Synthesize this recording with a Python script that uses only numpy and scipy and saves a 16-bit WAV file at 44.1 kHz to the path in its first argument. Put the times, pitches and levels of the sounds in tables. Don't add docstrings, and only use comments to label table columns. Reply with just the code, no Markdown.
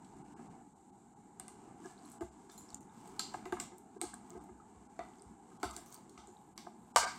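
import sys
import numpy as np
from scipy import signal
from scipy.fft import rfft, irfft, next_fast_len
from scipy.io import wavfile
from scipy.ndimage import uniform_filter1d

SR = 44100
rng = np.random.default_rng(int(sys.argv[2]) if len(sys.argv) > 2 else 0)


def persist_wave(psi):
    counts = np.round(np.clip(psi, -1, 1) * 32767).astype(np.int16)
    wavfile.write(sys.argv[1], SR, np.atleast_2d(counts).T)


def gain_from_decibels(decibels):
    exponent = np.asarray(decibels, float) / 20
    return 10 ** exponent


N = 316638


def evened(x):
    return x / np.sqrt(np.mean(x ** 2) + 1e-20)


def read(points, hz):
    f, value = np.transpose(points)
    return np.interp(np.log(hz + 1), np.log(f + 1), value)


def add(mix, start_s, sound):
    part = mix[round(start_s * SR):][:len(sound)]
    part += sound[:len(part)]


def coloured(x, colour):
    size = next_fast_len(N)
    gain = gain_from_decibels(read(colour, np.fft.rfftfreq(size, 1 / SR)))
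    return evened(irfft(rfft(x, size) * gain, size)[:N])


def ring_modes(modes, span, rise_s, spread, uneven_db):
    hz, mode_db, t60 = np.transpose(modes)[:, :, None]
    detune, weight = rng.standard_normal((2, len(modes), 1))
    sign = (-1) ** np.arange(len(modes))[:, None]
    decay_db = -60 * np.maximum(span - 2 * rise_s, 0) / t60
    level = sign * gain_from_decibels(mode_db + uneven_db * weight + decay_db)
    tones = level * np.sin(2 * np.pi * hz * (1 + spread * detune) * span)
    return tones.sum(0) * (1 - np.exp(-(span / rise_s) ** 2))


def strike(events, body, dip_db, contact_s, rise_s, rough, spread, uneven_db, crack_db=-60):
    out, t = np.zeros((4, N)), np.arange(SR // 2) / SR
    touch = t[:int(6 * contact_s * SR)]
    step = np.arange(len(body)) - (len(body) - 1) // 2
    for k, (start_s, peak_db, bright_db, room_db) in enumerate(events):
        group_db = bright_db * step - dip_db * abs(step)
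        force = rough * rng.standard_normal(SR // 20)[:len(touch)] * np.exp(-touch / contact_s)
        force[0] = 1
        for g, (modes, db) in enumerate(zip(body, group_db)):
            hz, _, t60 = np.transpose(modes)
            span = t[:int(min(t60.max() + 4 * rise_s, .49) * SR)]
            ring = ring_modes(modes, span, rise_s, spread, uneven_db)
            edges = [hz.min() / 1.31, min(hz.max() * 1.21, SR / 2.3)]
            band = signal.butter(2, edges, "band", fs=SR, output="sos")
            ring = signal.sosfilt(band, ring)
            click = uniform_filter1d(signal.unit_impulse(len(span), int(rise_s * SR) + 1), size=3)
            crack = signal.sosfilt(band, click)
            ring += gain_from_decibels(crack_db) * crack * np.linalg.norm(ring) / np.linalg.norm(crack)
            near = signal.fftconvolve(ring, force)
            near *= gain_from_decibels(peak_db + db) / abs(near).max()
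            add(out[0], start_s, near)
            far = gain_from_decibels(room_db) * ring * np.linalg.norm(near) / np.linalg.norm(ring)
            add(out[1 + (k + g) % 3], start_s, far)
    return out


def gripped(events, modes):
    return strike(events, modes, dip_db=0.5, contact_s=0.0018, rise_s=.0001, rough=0.2,
                  spread=0.0078, uneven_db=-0.1, crack_db=-11)


def chirps(events, cycles):
    out = np.zeros(N)
    for start_s, peak_db, pitch_hz in events:
        turns = np.arange(0, 4 * cycles, pitch_hz / SR)
        wobble = 1 + rng.uniform(-0.56, 0.47) / cycles
        ring = np.sin(2 * np.pi * turns) + 3.0 * np.sin(2 * np.pi * wobble * turns + 1)
        ring *= turns * np.exp(-2.5 * turns / cycles)
        add(out, start_s, gain_from_decibels(peak_db) * ring / abs(ring).max())
    return out


# time_s, level_db
DRONE_SWELL = [(0.0, -58), (.38, -54), (.58, -56), (.72, -62), (1.4, -58.5), (1.7, -55), (2.38, -59),
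               (2.98, -57), (3.16, -55), (3.58, -52.5), (3.76, -58.5), (4.0, -60.5), (4.2, -56.5),
               (4.78, -58.5), (5.74, -58.5), (6.5, -59.5), (6.96, -58.5), (7.18, -55.5)]
# frequency_hz, density_db
HUM_COLOUR = [(15, -49), (25, -37.5), (54, -7.5), (75, -14.5), (129, -6), (155, -7.5), (205, 2),
              (277, -2.5), (389, -4), (525, -20.5), (832, -3), (1120, -21.5), (1580, -22), (1890, -26),
              (3000, -33.5), (3900, -108), (6600, -120)]


def hum():
    frames, hz = N // 512 + 5, np.fft.rfftfreq(2048, 1 / SR)
    a, b, patches = rng.standard_normal((frames, 1025, 3)).T
    patches = evened(uniform_filter1d(uniform_filter1d(patches, 8, 0), 6, 1))
    time_s, level_db = np.transpose(DRONE_SWELL)
    bright_db = 0.9 * (level_db + 57.5) - 2.5
    t = np.arange(frames) * 512 / SR
    upper = np.clip(np.log2((hz + 1) / 900), 0, 1)[:, None]
    colour = gain_from_decibels(read(HUM_COLOUR, hz))[:, None]
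    drift = gain_from_decibels(2.23 * patches + upper * np.interp(t, time_s, bright_db))
    z = (a + 1j * b) * colour * drift
    drone = evened(signal.istft(z, nperseg=2048, noverlap=1536)[1][:N])
    return drone * gain_from_decibels(np.interp(np.arange(N) / SR, time_s, level_db))


# start_s, length_s, pressure_db, extra_crackle_db
STROKES = [(0.023, 0.48, -79, -6), (0.36, 0.11, -81.5, -12), (1.456, 0.23, -78, -5), (1.822, 0.14, -84, 4),
           (1.86, 0.013, -67, -6), (2.037, 0.074, -70.5, -4), (2.22, 0.22, -79, -4), (2.515, 0.22, -73, -1),
           (2.98, 0.14, -70.5, 2), (3.2, 0.17, -70, 2), (3.564, .03, -72, -7), (4.046, 0.015, -65, -6),
           (4.265, 0.14, -75, 0), (4.693, 0.39, -82, -12), (5.014, 0.27, -78.5, 1),
           (5.498, 0.2, -76.5, -0.5), (5.63, .1, -74, 4), (5.72, 0.049, -69, 11), (5.864, .03, -87, 4),
           (5.917, 0.028, -68.5, 1), (6.095, 0.19, -78.5, 1), (6.345, 0.1, -84, 10), (6.583, .05, -77, 8),
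           (6.8, .1, -86, 12), (6.987, 0.079, -65.5, 4), (7.093, .08, -67.5, 3)]
# frequency_hz, density_db
SCRAPE_COLOUR = [(590, -49), (1000, 8.5), (1590, -5.5), (1830, -8.5), (2050, -8), (4120, -12), (5500, -11),
                 (8160, -3), (10000, -18), (12500, -22), (15800, -28), (17000, -45)]


def scrape():
    press_db_per_s, let_go_db_per_s = 168.5, 132
    rest_db, rest_fine_db = -84.5, 6
    start, length, pressure_db, fine_db = np.transpose(STROKES)[:, :, None]
    t = np.arange(0, N, 64) / SR
    onset_db = press_db_per_s * np.maximum(start - t, 0)
    release_db = let_go_db_per_s * np.maximum(t - start - length, 0)
    press = gain_from_decibels(pressure_db - onset_db - release_db)
    coarse = np.sqrt((press ** 2).sum(0) + gain_from_decibels(rest_db) ** 2)
    crackle = np.sqrt(((press * gain_from_decibels(fine_db)) ** 2).sum(0) + gain_from_decibels(rest_db + rest_fine_db) ** 2)
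    coarse, crackle = (np.interp(np.arange(N) / SR, t, curve) for curve in (coarse, crackle))
    size = gain_from_decibels(2.36 * np.minimum(rng.exponential(1, N), 4.5))
    happens = rng.random(N) < 3500 / SR
    slips = coloured(size * happens * rng.standard_normal(N), SCRAPE_COLOUR)
    fine = signal.sosfilt(signal.butter(3, 8500, "high", fs=SR, output="sos"), slips)
    return gain_from_decibels(5.0) * (coarse * (slips - fine) + crackle * fine)


# frequency_hz, level_db, t60_s
RIM = [
    [(3300, 3, 0.0042), (4220, 7, 0.0052), (5050, 8, 0.0022), (6200, 5.5, 0.0087)],
    [(6500, 0.5, 0.0026), (7300, 7, 0.0037), (8600, 2.5, 0.0052)],
    [(9730, 14, 0.0046), (11900, 22.5, 0.00052), (14000, -14, 0.0022), (14000, -30, 0.0022)],
]
# start_s, peak_db, brightness_db, room_db
NIBBLES = [(.0463, -55, -7.5, -8), (2.1167, -49.5, 5, 0), (2.5184, -55, 10, 3), (2.5781, -47, 6.5, 2),
           (3.0752, -48, 1, -6), (3.7823, -51, 10, -10), (4.4394, -59, 7, -8), (5.8611, -49, 7.5, 0),
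           (5.925, -45, 1, -4), (5.944, -43, 0, -22), (6.0946, -52.5, -1, -5)]


def nibbles():
    return strike(NIBBLES, RIM, dip_db=6.5, contact_s=0.0038, rise_s=.00005, rough=0.15,
                  spread=0.078, uneven_db=-1.5)


# frequency_hz, level_db, t60_s
TUB = [
    [(310.7, -8.5, 0.045), (362.4, -3, 0.087), (447, -18, 0.036)],
    [(718.3, 0, 0.06), (792, -7, 0.039), (874, -4.5, 0.043)],
    [(1074, -4.5, 0.057), (1225, 2.5, 0.031), (1258, -3, 0.0182), (1603, -2, 0.026), (2091, -8.5, 0.029)],
]
# start_s, peak_db, brightness_db, room_db
ROCKS = [(.384, -53, -5, -8), (1.848, -47, -4, -27), (2.212, -44.5, -2, -19), (3.712, -54.5, -5, -2),
         (3.958, -53.5, -9, -37), (4.029, -43, -5, -7), (4.3, -58.5, -5.5, 5), (4.33, -61, -6, -4),
         (4.345, -53, -6.5, 3), (4.419, -63, -6, 2), (4.484, -54.5, -1.5, -21), (5.509, -58, 0.5, -20),
         (5.631, -44.5, -1, -3), (5.689, -53.5, 2, 6)]


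def rocks():
    return strike(ROCKS, TUB, dip_db=-1.0, contact_s=0.0065, rise_s=0.0048, rough=0.34,
                  spread=0.018, uneven_db=3.0)


# start_s, peak_db, brightness_db, room_db
KNOCKS = [(1.397, -52, 3.5, -4), (1.481, -58.5, 4.5, -14), (2.2075, -42, -6.5, -4.5), (2.495, -64, 12, -8),
          (3.195, -49, 11, -14.5), (3.456, -43, -0.5, -10), (3.523, -32, -2, -13.5), (3.567, -47.5, 9, -5),
          (3.6, -48, 3, -5), (4.014, -40.5, 0, -18), (5.63, -31.5, 1, -7), (5.764, -53.5, 0, 1),
          (6.175, -55.5, 5, 0), (6.277, -62.5, -9.5, 6), (6.576, -52.5, 3.5, -11)]


def knocks():
    return strike(KNOCKS, TUB, dip_db=-0.5, contact_s=0.0058, rise_s=0.00051, rough=0.057,
                  spread=0.038, uneven_db=2.0)


# start_s, peak_db, brightness_db, room_db
FLEXES = [(1.3972, -52, -4, -2.5), (1.4814, -54, -3, -7), (2.2089, -52.5, -23, -5),
          (3.1936, -48.5, 22, -4.5), (3.3423, -48, -15, -6), (3.455, -45.5, -12, -4),
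          (3.5239, -40.5, -17, -3.5), (3.5992, -37.5, -19, -7.5), (4.014, -52.5, 5, 5.5),
          (5.6313, -36.5, -4.5, -5), (6.1764, -51, -12, -4)]
# frequency_hz, level_db, t60_s
SIDE_WALL = [
    [(2026, 1, 0.025), (2660, 8, 0.0023), (2890, -1.5, 0.023), (3500, 0, 0.02)],
    [(4180, 0, 0.0093), (4820, 0, 0.005)],
]


def flexes():
    return strike(FLEXES, SIDE_WALL, dip_db=0, contact_s=.003, rise_s=.0003, rough=.17,
                  spread=.012, uneven_db=1.5, crack_db=-2)


# start_s, peak_db, brightness_db, room_db
BITES = [
    (4.0142, -33.5, 9, -5.5),
    (4.1405, -57, 22, -11.5),
    (1.398, -48.5, 18.5, -12),
    (1.4808, -57.5, 21.5, -5),
]
# frequency_hz, level_db, t60_s
BITE_MODES = [
    [(2150, -6, 0.014), (3300, 5, 0.0066), (4030, -5, 0.019), (5260, -4, 0.0054), (6370, 7, 0.0074)],
    [(7440, 7, 0.0014), (8350, 5.5, 0.0044), (9150, 1, 0.0033), (10350, -6, 0.0031), (12400, -17, 0.0022),
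     (14400, -25, .002)],
]


def bites():
    return gripped(BITES, BITE_MODES)


# start_s, peak_db
THUMPS = [(1.399, -66), (2.214, -47.5), (2.72, -60), (3.169, -68), (3.518, -52.5), (4.049, -56.5),
          (4.351, -54.5), (4.501, -56.5), (4.753, -57), (4.99, -59), (5.25, -53.5), (5.639, -45),
          (6.169, -59), (6.965, -51)]
# frequency_hz, level_db, t60_s
TABLE = [
    [(64.5, 2, 0.42), (98.4, 3.5, 0.09)],
]


def thumps():
    events = [(start_s, peak_db, 0, -38) for start_s, peak_db in THUMPS]
    return strike(events, TABLE, dip_db=0, contact_s=0.0027, rise_s=.008, rough=.02,
                  spread=.02, uneven_db=1.5)


# start_s, peak_db, pitch_hz
SQUEAKS = [
    (1.842, -56, 1670),
    (1.895, -64, 1720),
    (1.922, -68, 1695),
    (2.51, -63, 3600),
    (2.577, -58.5, 4120),
]


def squeaks():
    return chirps(SQUEAKS, cycles=37)


# start_s, peak_db, pitch_hz
TICKS = [(1.8587, -45, 6170), (2.0333, -59, 7200), (2.0553, -48, 7550), (2.0996, -50, 8200),
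         (2.608, -54, 8200), (2.699, -56, 5000), (2.7035, -44, 6500), (2.7055, -52, 8500),
         (2.7195, -58, 4500), (2.73, -53, 7000), (2.7555, -45, 7600), (5.037, -58, 5700),
         (5.136, -60, 3300), (5.185, -62, 7500), (5.222, -56, 5500), (5.9445, -48, 7200),
         (5.951, -54, 13000)]


def ticks():
    return chirps(TICKS, cycles=3)


# start_s, peak_db, pitch_hz
CRUMBS = [(1.9784, -58, 4200), (1.99, -58.5, 4500), (2.052, -57.5, 4130), (2.058, -52, 10900),
          (2.102, -55, 11500), (2.6905, -51, 5500), (2.704, -52.5, 4300), (2.7295, -58, 4000),
          (2.8295, -59, 6200), (2.896, -67, 3670), (4.298, -55, 15300), (4.6, -53.5, 1280),
          (5.1848, -58, 6460), (5.196, -57, 5060), (5.2213, -44.5, 8600), (5.702, -50, 11000),
          (5.885, -56, 13400), (5.905, -53, 15200), (5.921, -52, 6100), (5.944, -43, 14600),
          (5.9524, -45, 8540), (5.9624, -54, 4500), (6.3687, -59, 3670)]


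def crumbs():
    return chirps(CRUMBS, cycles=8.3)


# start_s, peak_db, brightness_db, room_db
PECKS = [
    (2.2082, -47.5, 0, -0.5),
    (2.4977, -52, -8, 0),
    (3.3387, -46, -3.5, -0.5),
    (3.455, -50.5, 0, 2),
    (3.523, -42, 1, -0.5),
    (3.5997, -27.5, -2.5, -5.5),
    (5.7097, -34, -3, -9),
    (6.1777, -55, -9, 4),
]


def pecks():
    return strike(PECKS, RIM, dip_db=9, contact_s=0.0027, rise_s=.00005, rough=0.33,
                  spread=0.032, uneven_db=0.0, crack_db=-10)


# start_s, peak_db, brightness_db, room_db
SLIPS = [
    (2.7448, -29.5, -1, -15.5),
    (2.8073, -50.5, 10, -1.5),
    (4.304, -41, -6.5, -15),
    (6.2724, -46, -2, -2),
]


def slips_off():
    return strike(SLIPS, RIM, dip_db=19, contact_s=.0013, rise_s=.00005, rough=.3,
                  spread=.02, uneven_db=1.5)


# start_s, peak_db, brightness_db, room_db
CRUNCHES = [
    (3.1942, -25.5, 1, -4),
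]
# frequency_hz, level_db, t60_s
CRUNCH_MODES = [
    [(2740, -20, .004), (4200, 2, 0.01), (4720, 4.5, 0.01), (5250, 1, 0.0045)],
    [(7530, 5, 0.0085), (6400, -10, .003), (8200, 1, 0.0047), (10900, -2.5, 0.0026), (13600, -11, .002)],
]


def crunch():
    return gripped(CRUNCHES, CRUNCH_MODES)


# start_s, peak_db, brightness_db, room_db
TAPS = [
    (3.341, -33, 5, -10.5),
    (4.134, -47.5, 12.5, -10),
    (6.666, -39, 2.5, -13.5),
]


def taps():
    return strike(TAPS, TUB, dip_db=8, contact_s=.0016, rise_s=.0007, rough=.17,
                  spread=.01, uneven_db=1.5)


# start_s, peak_db, brightness_db, room_db
LIFTED = [
    (4.9905, -30, -8.5, -4),
]
# frequency_hz, level_db, t60_s
LIFTED_MODES = [
    [(353, -8, 0.056), (710, 1.5, 0.04), (905, -6.5, .03), (1210, -9, 0.027), (1480, -17, .02)],
    [(1985, 10, 0.045), (2385, -4, .025), (2630, -4, .04), (3640, -4, 0.027), (4400, -3, .012),
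     (5970, -6, .012), (7200, -10, .006)],
]


def lifted_tap():
    return strike(LIFTED, LIFTED_MODES, dip_db=2, contact_s=0.0023, rise_s=0.0007, rough=0.27,
                  spread=.001, uneven_db=-0.6, crack_db=-15)


# start_s, peak_db, brightness_db, room_db
TUGS = [
    (6.5775, -35, -5.5, -3),
    (5.6305, -36, 1.5, 1.5),
    (5.7645, -38.5, 7.5, -6.5),
]
# frequency_hz, level_db, t60_s
TUG_MODES = [
    [(2090, -4, 0.0075), (3760, 3.5, 0.0034), (4640, 3.5, .005), (5430, 1.5, 0.0056), (6000, 4.5, 0.005)],
    [(7400, 1.5, 0.0089), (8270, 2, 0.006), (10000, -7, .003), (11700, -1.5, .002), (14600, -9, .002)],
]


def tugs():
    return gripped(TUGS, TUG_MODES)


# start_s, peak_db, brightness_db, room_db
SNAP = [
    (6.9601, -12, -5, -10.5),
    (6.971, -27.5, -5, 3),
    (7.019, -30, -3, 3),
    (7.032, -31.5, -10, 1.5),
    (7.049, -38, 3, -7),
    (7.065, -32, -1, -10),
]
# frequency_hz, level_db, t60_s
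SNAP_MODES = [
    [(364, -14.5, 0.014), (461, -4, 0.008), (736, -6, 0.048), (924, -5.5, 0.09), (942, 8.5, 0.011),
     (1018, -2.5, 0.043)],
    [(1190, -2.5, 0.032), (1380, -2.5, 0.009), (1440, -1.5, .012), (1588, -9.5, 0.06), (2200, -0.5, 0.0078)],
]


def snap():
    return strike(SNAP, SNAP_MODES, dip_db=-2.5, contact_s=0.0033, rise_s=0.00032, rough=0.12,
                  spread=.004, uneven_db=2.3, crack_db=-12.5)


# start_s, peak_db, brightness_db, room_db
WHIP = [
    (6.9605, -20, 0, 0.5),
    (6.9705, -29, 1, 3),
    (7.05, -35.5, -9, 2.5),
    (7.07, -40, -10, -6),
]
# frequency_hz, level_db, t60_s
WHIP_MODES = [
    [(2930, -5.5, 0.0089), (3700, -5, 0.003), (4500, -0.5, .007), (4920, 5, 0.007), (5580, 1, 0.004)],
    [(6770, 3, 0.0039), (7460, -6, 0.0066), (8370, 5, 0.0025), (10340, -5.5, 0.0015), (12500, -12, 0.0015),
     (14600, -7, .0015)],
]


def whip():
    return strike(WHIP, WHIP_MODES, dip_db=-2.5, contact_s=0.0031, rise_s=0.00027, rough=0.49,
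                  spread=0.0035, uneven_db=2.8, crack_db=-8)


# frequency_hz, t60_s
ROOM_DECAY = [(60, 0.057), (300, 0.09), (800, 0.27), (2000, 0.41), (5000, 0.36), (8000, 0.34),
              (12000, 0.21)]
# delay_s, level_db
WALLS = [(.0075, -19), (.011, -16), (.0165, -15), (.024, -18), (.038, -18)]


def room(x):
    hz, t, z = signal.stft(rng.standard_normal(SR // 2), SR, nperseg=256)
    tail = signal.istft(z * gain_from_decibels(-60 * t / read(ROOM_DECAY, hz)[:, None]), SR, nperseg=256)[1]
    tail *= np.clip(np.arange(len(tail)) / SR / 0.006 - .3, 0, 1)
    tail /= np.linalg.norm(tail)
    for delay_s, db in WALLS:
        tail[round(delay_s * SR * rng.uniform(.9, 1.1))] += gain_from_decibels(db)
    return signal.oaconvolve(x, tail)[:N]


def scene():
    hits = np.zeros((4, N))
    for blows in (nibbles, rocks, knocks, flexes, bites, thumps, pecks, slips_off, crunch, taps,
                  lifted_tap, tugs, snap, whip):
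        hits += blows()
    rubbing = scrape()
    cracks = squeaks() + ticks() + crumbs()
    hits[0] += cracks
    hits[2] += gain_from_decibels(-12.5) * cracks
    hits[1] += gain_from_decibels(-5.5) * rubbing
    echoes = sum(room(path) for path in hits[1:])
    return (hits[0] + rubbing + echoes + hum())[None]


# frequency_hz, density_db
HISS_COLOUR = [(1470, -62), (2500, -46), (3680, -16.5), (3980, -16), (4700, -21.5), (4890, -28), (7320, -1),
               (8430, -4), (9720, -23), (11700, -20), (12300, -30), (16500, -40)]
# frequency_hz, width_hz, depth_0_to_1
NOTCHES = [(600, 70, 0.98), (1863, 96, 1), (2547, 140, 0.7), (3230, 73, 0.1)]


def microphone(x):
    x = x + gain_from_decibels(-75.5) * coloured(rng.standard_normal(N), HISS_COLOUR)
    for hz, width_hz, depth in NOTCHES:
        peak = signal.lfilter(*signal.iirpeak(hz, hz / width_hz, SR), x)
        x = x - np.clip(depth, 0, 1) * peak
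    return x


# time_s, level_db
TREBLE_DIPS = [(.235, -12), (.352, -30), (.49, -11), (.745, -12), (.915, -10), (1.15, -10), (2.198, -20),
               (2.305, -11), (2.795, -10), (3.993, -22), (4.395, -11), (4.885, -11), (5.587, -14),
               (5.718, -9), (6.548, -18), (6.934, -22), (7.062, -11)]


def thin_treble(x):
    hz, t, z = signal.stft(x, SR, nperseg=512)
    for time_s, db in TREBLE_DIPS:
        level = abs(z[0, :, abs(t - time_s).argmin()])
        spared = level > 1.9 * uniform_filter1d(level, size=15)
        fade = np.clip(1.6 - abs(t - time_s) / .009, 0, 1)
        z[:, (hz > 1600) & ~spared] *= gain_from_decibels(db * fade)
    power = uniform_filter1d(uniform_filter1d(abs(z) ** 2, size=11, axis=1), size=4, axis=2)
    power_db = 10 * np.log10(abs(power) + 1e-20)
    faint = (hz[:, None] > 12100) & (power_db < -109.5)
    z[faint | (hz[:, None] > 16150)] = 0
    return signal.istft(z, SR, nperseg=512)[1][:, :N]


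def band_limit(x):
    return signal.sosfilt(signal.butter(12, 16770, fs=SR, output="sos"), x)


def record(dry):
    mix = thin_treble(microphone(dry))
    return band_limit(mix)


dry = scene()
out = record(dry)
persist_wave(out)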